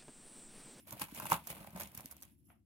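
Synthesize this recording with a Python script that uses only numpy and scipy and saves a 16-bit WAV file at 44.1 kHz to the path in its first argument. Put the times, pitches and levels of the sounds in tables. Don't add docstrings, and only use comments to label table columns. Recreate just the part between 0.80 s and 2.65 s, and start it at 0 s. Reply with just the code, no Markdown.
import sys
import numpy as np
from scipy import signal
from scipy.fft import rfft, irfft, next_fast_len
from scipy.io import wavfile
from scipy.ndimage import uniform_filter1d, map_coordinates

SR = 44100
rng = np.random.default_rng(int(sys.argv[2]) if len(sys.argv) > 2 else 0)


def transcribe(signal):
    frames = np.atleast_2d(signal).T
    limited = np.clip(frames, -1, 1)
    pcm = np.round(limited * 32767).astype(np.int16)
    wavfile.write(sys.argv[1], SR, pcm)


def elevation(decibels):
    levels = np.asarray(decibels, float)
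    return 10 ** (levels / 20)


N = 81585
RISE_S = 0.00039


def unit(x):
    return x / np.sqrt(np.mean(x ** 2) + 1e-20)


def along(points, hz):
    f, v = np.transpose(points)
    return np.interp(np.log(hz + 1), np.log(f + 1), v)


def level(rows):
    return elevation(np.interp(np.arange(N) / SR, *np.transpose(rows)))


def unit_gain(h):
    return h / np.sqrt(np.mean(np.abs(h) ** 2))


def filtered(x, response):
    size = next_fast_len(N + SR // 2)
    gain = unit_gain(response(np.fft.rfftfreq(size, 1 / SR)))
    return irfft(rfft(x, size) * gain, size)[..., :N]


def colour(points):
    return lambda hz: elevation(along(points, hz))


def ringing(peaks):
    def response(f):
        total = 0
        for k, (centre, width, db) in enumerate(peaks):
            damping = 1j * f * width
            total = total + (-1) ** k * elevation(db) * damping / (centre * centre - f * f + damping)
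        return total
    return response


def wobble(rate):
    knots = rng.standard_normal(int(N * rate / SR) + 4)
    return map_coordinates(knots, [np.arange(N) * rate / SR])


def bursts(rows, rise_s):
    power, t = np.zeros(N + SR), np.arange(SR // 4) / SR
    for s, db, t60 in rows:
        fall = elevation(db - 60 * t / max(t60, .002))
        power[round(s * SR):][:len(t)] += (fall * (1 - np.exp(-t / rise_s))) ** 2
    return np.sqrt(power[:N])


def patchy(x, patchy_db, size=128):
    z = signal.stft(x, nperseg=size)[2]
    field = uniform_filter1d(rng.standard_normal(z.shape[1:]), 6, 0)
    field = uniform_filter1d(field, 4, 1)
    return signal.istft(z * elevation(patchy_db * unit(field)), nperseg=size)[1][:, :N]


# frequency in Hz, left minus right in dB.
LEFT_LEAN = [(200, 0.5), (700, -2), (2400, 3.5), (6000, -1), (9500, -5), (13000, -3)]
# frequency in Hz, likeness from 0 to 1.
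LIKENESS = [(100, 0.87), (300, 0.87), (1000, 0.47), (12000, 0.057)]
LEFT_LAG_S, LAG_FROM_HZ = 0.0003355, 1675


def pair(env, blows=0):
    hz = np.fft.rfftfreq(N, 1 / SR)
    turn = np.arccos(np.clip(along(LIKENESS, hz), 0, 1)) / 2
    a, b = rfft(env * rng.standard_normal((2, N)))
    mid, side = a * np.cos(turn), b * np.sin(turn)
    sure = rfft(blows + np.zeros(N))
    lean = elevation(along(LEFT_LEAN, hz) / 2)
    lag = LEFT_LAG_S * (0.3 + 0.61 / (1 + (LAG_FROM_HZ / (hz + 1)) ** 6))
    left = (mid + side + sure) * lean * np.exp(-2j * np.pi * hz * lag)
    right = (mid - side + sure) / lean
    return irfft([left, right], N)


# frequency in Hz, level in dB per Hz.
RUMBLE_COLOUR = [(25, -29), (65, 1), (110, -5), (215, -6), (330, -9.5), (400, -28), (560, -39.5),
                 (700, -77.5)]
# frequency in Hz, level in dB per Hz.
HISS_COLOUR = [(350, -29), (500, 0), (900, -14.5), (1600, -18.5), (2700, -16.5), (16500, -16)]
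# frequency in Hz, width in Hz, level in dB.
FAR_OBJECT = [(692, 110, 3), (1310, 290, -3.5), (2150, 350, -6.5), (2770, 360, -9.5), (3170, 300, -11)]
RUMBLE_DB, HISS_DB = -68.5, -89.5
KNOCK_S, KNOCK_DB, KNOCK_T60_S, KNOCK_LEAD_S, KNOCK_BLOW_DB = 1.702, -64.5, 0.26, 0.025, 23.5


def household():
    a, b = rng.standard_normal((2, N))
    rumble = filtered(np.array([a + b, a - 0.08 * b]), colour(RUMBLE_COLOUR))
    rumble = rumble * elevation(RUMBLE_DB + 0.67 * wobble(13))
    hiss = elevation(HISS_DB) * filtered(rng.standard_normal((2, N)), colour(HISS_COLOUR))
    after = np.arange(N) / SR - KNOCK_S
    scrape_db, echo_db = 20 * after / KNOCK_LEAD_S - 4, -60 * after / KNOCK_T60_S
    force = elevation(KNOCK_DB + np.where(after < 0, scrape_db, echo_db)) * rng.standard_normal((2, N))
    force[:, round(KNOCK_S * SR)] += elevation(KNOCK_DB + KNOCK_BLOW_DB)
    return rumble + hiss + filtered(force, ringing(FAR_OBJECT))


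# frequency in Hz, time to fall 60 dB in seconds.
ROOM_DECAY = [(100, 0.12), (1000, 0.17), (12000, 0.042)]
ROOM_DB, WALL_S, ROOM_WIDE_HZ, ECHO_EACH_S = -11, 0.0048, 958, .04


def kitchen(x):
    out, size, mono = np.zeros((2, N + SR)), round(ECHO_EACH_S * SR), x.mean(axis=0)
    for start in range(0, N, size):
        hz, t, z = signal.stft(rng.standard_normal((2, SR // 4)), SR, nperseg=256)
        turn = np.arctan(hz / ROOM_WIDE_HZ + .1)[:, None] / 2
        mid, side = z[0] * np.cos(turn), z[1] * np.sin(turn)
        decay = elevation(-60 * t / along(ROOM_DECAY, hz)[:, None])
        tail = signal.istft(np.array([mid + side, mid - side]) * decay, SR, nperseg=256)[1]
        tail = tail / np.linalg.norm(tail[0])
        answer = signal.fftconvolve(mono[None, start:start + size], tail, axes=1)
        out[:, start + round(WALL_S * SR):][:, :answer.shape[1]] += answer
    return out[:, :N]


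# start in seconds, peak level in dB, pitch in Hz.
HAND_PUSHES = [(0.126, -41, 132), (0.214, -31, 284), (0.324, -33, 239), (0.445, -33.5, 206.5),
               (0.517, -25.5, 164.6), (0.704, -38, 147), (0.808, -37, 181), (0.931, -41.5, 143),
               (0.95, -34, 183), (1.04, -40.5, 169), (1.149, -41.5, 227), (1.177, -39.5, 118),
               (1.247, -36.5, 247)]
THUD_CYCLES = 5.5
SWAY_HZ, SWAY_DB, SWAY_T60_S = 69, -18.5, 0.09


def table():
    out, t = np.zeros(N + SR), np.arange(SR // 4) / SR
    sway = elevation(SWAY_DB - 60 * t / SWAY_T60_S) * np.sin(2 * np.pi * SWAY_HZ * t)
    for s, db, hz in HAND_PUSHES:
        thud = elevation(-60 * t * hz / THUD_CYCLES) * np.sin(2 * np.pi * hz * t)
        out[round(s * SR):][:len(t)] += elevation(db) * (thud + sway) * (1 - np.exp(-t / 0.0022))
    return np.array([np.roll(out[:N], round(LEFT_LAG_S * SR)), out[:N]])


# time in seconds, level in dB.
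SLIDE = [(0, -65.5), (.06, -79), (.08, -100), (1.45, -100), (1.52, -76.5), (1.57, -88), (1.6, -80),
         (1.64, -88), (1.655, -72.5), (1.715, -75.5), (1.75, -83.5), (1.85, -99)]
# frequency in Hz, width in Hz, level in dB.
BLADE_BANDS = [(2770, 450, -9), (5430, 960, -9), (7600, 700, -7.5), (9150, 380, -5.5), (10400, 600, -1.5),
               (11400, 380, 0), (12300, 700, -4.5), (13600, 630, -4.5), (15200, 400, -5.5)]
# start in seconds, peak level in dB.
LAST_FLAKES = [
    (1.5813, -67),
    (1.589, -60),
    (1.6755, -70),
    (1.7076, -68),
    (1.7226, -70),
]


def wipe():
    flakes = bursts([(s, db, .006) for s, db in LAST_FLAKES], RISE_S)
    thin = colour([(7000, -28), (11500, 1.5), (15500, -3.5), (16500, -30)])
    hiss = filtered(pair(level(SLIDE)), lambda hz: ringing(BLADE_BANDS)(hz) ** 2)
    return patchy(hiss, patchy_db=3.0) + filtered(pair(flakes), thin)


CRUMBS_PER_S, CRUMB_DB, CRUMB_S = 2500, 5, 0.0018


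def crumbs():
    sizes = elevation(CRUMB_DB * np.minimum(rng.exponential(size=N), 2.5))
    hits = (rng.random(N) < CRUMBS_PER_S / SR) * sizes
    t = np.arange(SR // 50) / SR
    return unit(np.convolve(hits, np.exp(-t / CRUMB_S))[:N] + .5)


# peak time in seconds, level in dB, plate share in dB,
# swell in seconds, time to fall 60 dB in seconds.
LONG_TEARS = [(0.09, -61, -3, 0.037, 0.13), (0.124, -55.5, 3.5, 0.008, 0.11), (0.218, -39, -10, 0.02, 0.11),
              (0.377, -47.5, -4, 0.037, 0.21), (0.426, -52.5, 3.5, 0.019, 0.1),
              (0.469, -41, -12.5, 0.011, 0.017), (0.519, -33.5, -4, 0.03, 0.14),
              (0.711, -48.5, -6.5, 0.042, 0.086), (0.818, -64, 4.5, 0.23, 0.39),
              (0.873, -52.5, 6.5, 0.0018, 0.0106), (0.963, -69.5, 17, 0.035, 0.19),
              (1.017, -48.5, -6.5, 0.055, 0.14), (1.189, -60, 0, 0.1, 0.21), (1.427, -63.5, -9, 0.013, 0.3)]


def tears():
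    t = np.arange(N) / SR
    s, db, share_db, swell, t60 = np.transpose(LONG_TEARS)[:, :, None]
    swell_db = 20 * (t - s) / np.maximum(swell, .002)
    fall_db = -60 * (t - s) / np.maximum(t60, .01)
    each = elevation(db + np.where(t < s, swell_db, fall_db))
    return each.sum(axis=0), (each * elevation(share_db)).sum(axis=0)


PLATE_DB, PLATE_HOLD_S, BLOW_DB = -4, 0.008, 18


def drive(cracks, load):
    s, db, share_db, t60 = np.transpose(cracks)
    blow_at = np.round((s + RISE_S) * SR).astype(int)
    blows = np.bincount(blow_at, elevation(db + share_db + BLOW_DB), N)
    shudder = bursts(np.transpose([s, db + share_db + PLATE_DB, t60 / 2 + PLATE_HOLD_S]), RISE_S)
    return pair(shudder + load * crumbs(), blows)


# frequency in Hz, width in Hz, level in dB.
FIRM_PLATE = [(600, 40, -8), (740, 70, -11), (878, 150, 0), (1065, 170, -2), (1335, 130, -6),
              (1580, 150, -7), (2140, 120, -15), (2500, 300, -15), (2840, 120, -15)]
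# frequency in Hz, width in Hz, level in dB.
SLACK_PLATE = [(581, 210, -2.5), (696, 140, 1), (976, 410, -7), (2360, 510, -16.5)]
BITE_S = .19
DULL_DB = -4


def plate(cracks, load):
    firm = (cracks[:, 0] > BITE_S) & (cracks[:, 0] < DRAW_CRACKS[0][0])
    high = filtered(drive(cracks[firm], load / 2), ringing(FIRM_PLATE))
    low = elevation(DULL_DB) * filtered(drive(cracks[~firm], load), ringing(SLACK_PLATE))
    return patchy(high + low, patchy_db=1.2, size=512)


# frequency in Hz, level in dB per Hz.
CRACK_COLOUR = [(880, -20.5), (1500, -6.5), (2600, -12.5), (3740, -10), (6430, -2), (8680, -6),
                (12000, 6.5), (15200, -1), (16500, -50)]
# frequency in Hz, level in dB per Hz.
CRUMB_COLOUR = [(880, -43), (1500, -10.5), (2290, -3), (6050, -15), (11200, -5), (15900, -10),
                (16500, -43.5)]
CRACK_DB, SPIKY_DB = -1.5, 1.2


def crisp_base(cracks, grinding):
    snap = bursts(cracks[:, [0, 1, 3]], RISE_S) * elevation(CRACK_DB + SPIKY_DB * wobble(900))
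    snaps = filtered(pair(snap), colour(CRACK_COLOUR))
    rustle = filtered(pair(grinding * crumbs()), colour(CRUMB_COLOUR))
    return patchy(snaps + rustle, patchy_db=1.5)


# start in seconds, peak level in dB, plate share in dB,
# time to fall 60 dB in seconds.
PUSH_CRACKS = [(.0015, -51.5, -26, .008), (.069, -73, 16.5, .02), (0.0725, -46, -11, .012),
               (0.0798, -47, -32, .017), (0.1078, -28, -48, .007), (0.1229, -46.5, -8.5, .01),
               (.1262, -32.5, -21, .008), (0.134, -37, -39, .007), (.166, -61, 10, .01),
               (0.173, -63, 5, .01), (0.1958, -32.5, -14, .012), (.2075, -39.5, -10, .015),
               (0.2167, -29, -8, .012), (.283, -60, 3, .01), (0.289, -59, 6.5, .01),
               (0.317, -51.5, -13.5, .01), (0.3472, -38.5, -20.5, .026), (0.3567, -40.5, -20.5, .02),
               (0.364, -45.5, -12, .015), (.3865, -48, -6, .008), (.399, -29, -9, .008),
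               (.402, -38, -6, .008), (.42, -39.5, -2, .01), (0.4258, -41.5, -7.5, .008),
               (0.427, -46, -7.5, .008), (0.4445, -38.5, -12, .008), (0.4543, -35.5, 0, .015),
               (.464, -34, -11.5, .008), (0.4659, -33.5, -14.5, .008), (0.4997, -31, -9.5, .02),
               (0.5137, -35, -5, .01), (.5183, -22, 5, .008), (.5305, -34.5, -0.5, .01),
               (.5395, -34.5, 0.5, .01), (.547, -39, 2, .01), (0.556, -42, -1, .01),
               (.653, -47.5, -27.5, .008)]
# start in seconds, peak level in dB, plate share in dB,
# time to fall 60 dB in seconds.
DRAW_CRACKS = [(.671, -28, -17, 0.0072), (.674, -29.5, -21, 0.0099), (.6767, -39, -32, 0.011),
               (.6965, -36.5, -14, 0.0074), (.702, -34, -6, 0.0094), (.7048, -37, -23, 0.013),
               (.7273, -36.5, -11.5, .004), (.767, -62, 13, 0.011), (.7725, -62, 10, 0.0083),
               (.8143, -50, -17, 0.008), (.8452, -46.5, 3.5, .006), (.8667, -45.5, -7, 0.01),
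               (.8705, -41, -10.5, 0.0081), (.8775, -57, -15, .008), (.905, -48.5, -18, 0.011),
               (.9305, -62, 9, .01), (.9595, -51.5, 11, 0.011), (.9625, -36.5, -25, 0.0084),
               (.9716, -51, -15, 0.0071), (.9746, -39, -21, 0.0089), (.998, -39.5, 1, 0.014),
               (1.0017, -25, -10.5, 0.0051), (1.0086, -29, -12, 0.0092), (1.018, -35.5, -16, 0.017),
               (1.0335, -32.5, -31, 0.013), (1.0722, -45, -26, 0.017), (1.1186, -43, -22, 0.0047),
               (1.127, -68, 10, 0.011), (1.1465, -39.5, -17, 0.014), (1.1497, -33.5, -26, 0.0061),
               (1.153, -44, -18, .01), (1.1748, -35, -13.5, 0.021), (1.1965, -59.5, 14.5, 0.0098),
               (1.2065, -38, -17, 0.014), (1.2577, -31.5, -28.5, 0.0081), (1.2864, -49, -17, .008),
               (1.3113, -37.5, -28, 0.013), (1.3147, -42, -15, 0.026), (1.323, -46.5, -8, 0.029),
               (1.3668, -37.5, -23.5, 0.0044), (1.4036, -49.5, -34, 0.0082), (1.4132, -43, -25, .006),
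               (1.4225, -42, -14, 0.017), (1.426, -37.5, -24.5, 0.0089), (1.4322, -39, -15.5, .008),
               (1.4516, -49.5, -22.5, .008)]
# time in seconds, pressure in dB.
GRIND_PRESSURE = [(0, -67), (.065, -95), (.075, -63.5), (.18, -63), (.3, -62.5), (.62, -71), (.665, -70.5),
                  (.69, -61.5), (.78, -60), (.86, -71), (.94, -73.5), (1.05, -60.5), (1.14, -75.5),
                  (1.24, -66.5), (1.3, -65), (1.38, -66.5), (1.55, -96), (1.85, -100)]
# frequency in Hz, width in Hz, level in dB.
TABLE_BODY = [(64, 22, -4), (120, 40, -7), (166, 25, 0), (213, 30, -2), (320, 55, -9)]
GRIND_SHARE_DB, SHAKE_DB = -8, -0.5


def knife():
    cracks = np.array(PUSH_CRACKS + DRAW_CRACKS)
    pressure = level(GRIND_PRESSURE)
    tear, load = tears()
    load = load + pressure * elevation(GRIND_SHARE_DB)
    shake = elevation(SHAKE_DB + 0.22 * wobble(30)) * load
    shaken_table = filtered(pair(shake), ringing(TABLE_BODY))
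    return crisp_base(cracks, tear + pressure) + plate(cracks, load) + shaken_table


def scene():
    near = knife() + table() + wipe()
    return near + elevation(ROOM_DB) * kitchen(near) + household()


def roll_off(x):
    return signal.sosfilt(signal.butter(12, 16960, fs=SR, output="sos"), x)


LOW_CUT_HZ, TOP_HZ, FADE_FROM_S, FADE_DB = 58, 16300, 1.68, -5.5


def record(dry):
    cut = signal.sosfilt(signal.butter(2, LOW_CUT_HZ, "highpass", fs=SR, output="sos"), dry)
    cut = irfft(rfft(cut) * (np.fft.rfftfreq(N, 1 / SR) < TOP_HZ), N)
    mix = cut * level([(FADE_FROM_S, 0), (N / SR, FADE_DB)])
    return roll_off(mix)


dry = scene()
out = record(dry)
transcribe(out)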